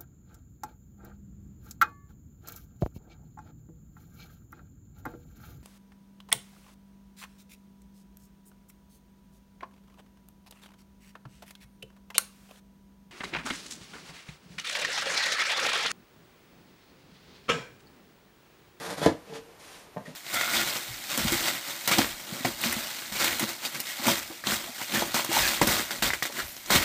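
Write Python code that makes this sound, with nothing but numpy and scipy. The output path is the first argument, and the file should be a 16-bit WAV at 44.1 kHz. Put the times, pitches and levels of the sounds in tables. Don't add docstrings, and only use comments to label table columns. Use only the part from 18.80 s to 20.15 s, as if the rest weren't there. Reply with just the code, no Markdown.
import sys
import numpy as np
from scipy import signal
from scipy.fft import rfft, irfft
from scipy.io import wavfile

SR = 44100
rng = np.random.default_rng(int(sys.argv[2]) if len(sys.argv) > 2 else 0)


def amplitude_ratio(level_db):
    exponent = np.asarray(level_db, float) / 20
    return 10 ** exponent


def log_audio(samples):
    frames = np.atleast_2d(samples).T
    limited = np.clip(frames, -1, 1)
    pcm = np.round(limited * 32767).astype(np.int16)
    wavfile.write(sys.argv[1], SR, pcm)


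N = 59535

# (pitch_hz, level_db, t60_s = time to fade by 60 dB)
LID_MODES = [(102.7, -3, 0.094), (161, -10.5, 0.085), (200.3, -9.5, 0.11), (310, -3.5, 0.112),
             (347, -10, 0.15), (481.6, 3.5, 0.08), (528.5, -4.5, 0.06), (591, 1.5, 0.084),
             (648, 1.5, 0.027), (769, -4, 0.077), (822, -27, 0.13), (1004, -9, 0.12), (1109, -22, 0.12),
             (1310, -1.5, 0.024)]


def rms_one(x):
    return x / np.sqrt(np.mean(x ** 2) + 1e-20)


def colour(x, spectrum):
    hz, db = np.transpose(spectrum)
    bin_hz = np.fft.rfftfreq(N, 1 / SR)
    gain_db = np.interp(np.log(bin_hz + 1), np.log(hz), db)
    return rms_one(irfft(rfft(x) * amplitude_ratio(gain_db), N))


def grains(per_s, spread_db):
    sizes = amplitude_ratio(spread_db * np.minimum(rng.exponential(1, N), 4))
    signs = rng.choice([-1, 1], N)
    happens = rng.random(N) < per_s / SR
    return rms_one(sizes * signs * happens)


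def stroke(start_s, swell_s, hold_s, fade_s):
    since = np.arange(N) / SR - start_s
    return np.interp(since, np.cumsum([0, swell_s, hold_s, fade_s]), [0, 1, 1, 0]) ** 0.84


def ring(force, hz, t60_s):
    decay = amplitude_ratio(-60 / (t60_s * SR))
    turn = 2 * np.pi * hz / SR
    return signal.lfilter([0, np.sin(turn)], [1, -2 * decay * np.cos(turn), decay ** 2], force + 1e-18)


def panel(force, modes):
    longest_s = 0.16
    return sum(amplitude_ratio(db) * ring(force, hz, min(t60_s, longest_s)) for hz, db, t60_s in modes)


def friction(clicks, spectrum, strokes, box_db, cutoff_hz):
    hiss = colour(clicks, spectrum)
    heard, shake = 0, 0
    for (*shape, db), shake_db, hz in zip(strokes, box_db, cutoff_hz):
        envelope = stroke(*shape)
        dulled = signal.lfilter(*signal.butter(1, hz, fs=SR), hiss)
        heard = heard + amplitude_ratio(db) * envelope * dulled
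        shake = shake + amplitude_ratio(db + shake_db) * envelope
    return heard + panel(clicks * shake, LID_MODES) / np.std(panel(clicks, LID_MODES))


def blows(rows, modes):
    start_s, peak_db, crack_db, contact_s = np.transpose(rows)[..., None]
    since = np.arange(N) / SR - start_s
    half_sine = np.sin(np.pi * np.clip(since / contact_s, 0, 1))
    pushes = -amplitude_ratio(peak_db - 11.5) * half_sine * np.pi / (2 * contact_s * SR)
    felt = amplitude_ratio(1.5 * rng.standard_normal((len(rows), len(modes))))
    ringing = sum(panel(share @ pushes, [mode]) for share, mode in zip(felt.T, modes))

    crack_t60_s = 0.009
    fading = amplitude_ratio(crack_db - 60 * np.maximum(since, 0) / crack_t60_s) * (since > 0)
    crack = np.sum(fading, axis=0) * rng.standard_normal(N)
    band = signal.butter(3, [1700, 5600], "band", fs=SR, output="sos")
    return ringing + signal.sosfilt(band, crack)


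def tape_cut():
    # (start_s, swell_s, hold_s, fade_s, tear_db)
    jerks = [
        (-.04, 0.081, 0.027, 0.034, -37.5),
        (0.081, 0.03, 0.0054, 0.053, -35.5),
        (0.166, 0.012, 0.022, 0.023, -37),
        (0.211, 0.02, 0.029, 0.013, -31),
        (0.2597, 0.0027, 0.012, 0.043, -30.5),
    ]
    box_db = [-6.5, -10.5, -5, -10, -12]
    cutoff_hz = [15700, 15200, 15000, 13200, 4630]
    # (pitch_hz, level_db per Hz)
    tear_spectrum = [(410, -11), (700, 0), (1350, -5.5), (1700, -5.5), (1950, -6), (2870, -14.5),
                     (3520, -11.5), (12500, -21), (15000, -31.5)]
    tears = grains(per_s=3500, spread_db=2)
    return friction(tears, tear_spectrum, jerks, box_db, cutoff_hz)


def blade_catches():
    # (start_s, peak_db, crack_db, contact_s)
    catches = [(.072, -40, -27.5, 0.00026), (.111, -33, -44, 0.0004), (.121, -29, -37, 0.00087),
               (.183, -28, -57, 0.00035), (.217, -23, -44, 0.00043), (.229, -20, -38, 0.00028),
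               (.2598, -16, -17, 0.00079), (.2625, -2, -14.5, 0.00097), (.267, -17.5, -19.5, 0.00094),
               (.285, -18, -44, 0.00095), (.291, -17.5, -40, 0.00047)]
    return blows(catches, LID_MODES)


def hand_slides():
    # (start_s, swell_s, hold_s, fade_s, hiss_db)
    rubs = [
        (0.432, 0.07, 0.068, .05, -49.5),
        (0.527, 0.027, .004, 0.038, -46.5),
        (0.784, 0.019, 0.041, 0.063, -53),
        (0.833, 0.1, 0.019, 0.13, -50),
        (1.246, 0.011, 0.03, 0.08, -51.5),
    ]
    box_db = [-1.5, -24, -12.5, -15, -1.5]
    cutoff_hz = [3240, 6760, 15700, 15300, 7700]
    # (pitch_hz, level_db per Hz)
    rub_spectrum = [(290, -40), (500, -6), (594, -24), (657, -8), (954, -8.5), (2720, -9), (9650, -15),
                    (15500, -24.5)]
    clicks = grains(per_s=12000, spread_db=1.5)
    return friction(clicks, rub_spectrum, rubs, box_db, cutoff_hz)


def fingertip_taps():
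    # (start_s, peak_db, crack_db, contact_s)
    taps = [(.498, -32, -70, 0.0013), (.525, -32, -68, 0.00061), (.537, -34, -32.5, 0.0012),
            (.552, -32, -42, 0.00047), (.563, -36, -55, 0.0005), (.587, -37, -58, 0.0011)]
    # (pitch_hz, level_db, t60_s)
    wall_modes = [(171, -23, .07), (287, -6, 0.13), (440, -9, 0.054), (449, 3.5, 0.12), (714, 2, 0.039),
                  (840, 2, 0.082), (1280, -26, .04)]
    return blows(taps, wall_modes)


def flap_knocks():
    # (start_s, peak_db, crack_db, contact_s)
    knocks = [(1.163, -36, -62, 0.00067), (1.170, -32.5, -63, 0.00029), (1.180, -35.5, -39.5, 0.00043),
              (1.210, -44.5, -64, .0005), (1.279, -37, -50, 0.0013)]
    # (pitch_hz, level_db, t60_s)
    flap_modes = [(132, -26, 0.13), (202, 7.5, 0.05), (253, 6, .12), (489, 0, 0.27), (563, 1.5, 0.19),
                  (625, 10, 0.13), (704, 11, 0.033), (870, 4, 0.05), (1028, 5, 0.052), (1070, -5, 0.05),
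                  (1550, 3, 0.035), (1820, 2.5, 0.092), (1900, -15, 0.038), (2320, -4.5, 0.038)]
    return blows(knocks, flap_modes)


def squeaks():
    # (start_s, length_s, pitch_hz, level_db)
    moments = [(0.099, 0.012, 3525, -38), (0.11, .05, 98, -66), (0.205, 0.059, 3350, -36.5),
               (0.264, 0.022, 1730, -32), (0.77, 0.046, 74.4, -54), (0.65, 0.088, 460, -52),
               (1.194, 0.0058, 1400, -48), (1.253, 0.025, 1900, -41.5), (1.287, 0.0275, 160, -43.5)]
    t = np.arange(N) / SR
    white = rng.standard_normal(N)
    out = 0
    for start_s, length_s, hz, db in moments:
        tone = rms_one(ring(white, hz, min(0.07, 50 / hz)))
        wobble = np.abs(signal.hilbert(tone))
        tone = tone / (wobble + 0.3) ** 0.6
        out = out + amplitude_ratio(db) * tone * np.sin(np.pi * np.clip((t - start_s) / length_s, 0, 1))
    return out


def room(x):
    t60_s, first_echo_s, level_db = 0.25, 0.004, -9.5
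    t = np.arange(SR // 2) / SR
    tail = rng.standard_normal(len(t)) * amplitude_ratio(-60 * t / t60_s) * (t > first_echo_s)
    tail = signal.lfilter(*signal.butter(1, 10900, fs=SR), tail)
    tail = tail / np.sqrt(np.sum(tail ** 2))
    return amplitude_ratio(level_db) * signal.fftconvolve(x, tail)[:N]


def background():
    # (pitch_hz, level_db per Hz)
    hum_spectrum = [(15, -52), (25, -15.5), (186, -11.5), (354, -10.5), (404, -9), (790, -13),
                    (1090, -14.5), (1210, -16.5), (15000, -34.5)]
    # (pitch_hz, rms level_db)
    whine_tone = [(11822, -76)]
    (hz, db), = whine_tone
    hum = amplitude_ratio(-54) * colour(rng.standard_normal(N), hum_spectrum)
    whine = amplitude_ratio(db + 2.5) * np.sin(2 * np.pi * hz * np.arange(N) / SR)
    return hum + whine


def scene():
    box = tape_cut() + blade_catches() + hand_slides() + fingertip_taps() + flap_knocks() + squeaks()
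    no_bass = signal.butter(4, 110, "high", fs=SR, output="sos")
    box = signal.sosfilt(no_bass, box)
    return (box + room(box) + background())[None]


def band_limit(x):
    return signal.sosfilt(signal.butter(12, 15940, fs=SR, output="sos"), x)


def record(dry):
    heard = signal.lfilter(*signal.iirnotch(7830, 52, SR), dry)
    top_cut = signal.cheby2(16, 70, 16050, fs=SR, output="sos")
    return band_limit(signal.sosfilt(top_cut, heard))


dry = scene()
out = record(dry)
log_audio(out)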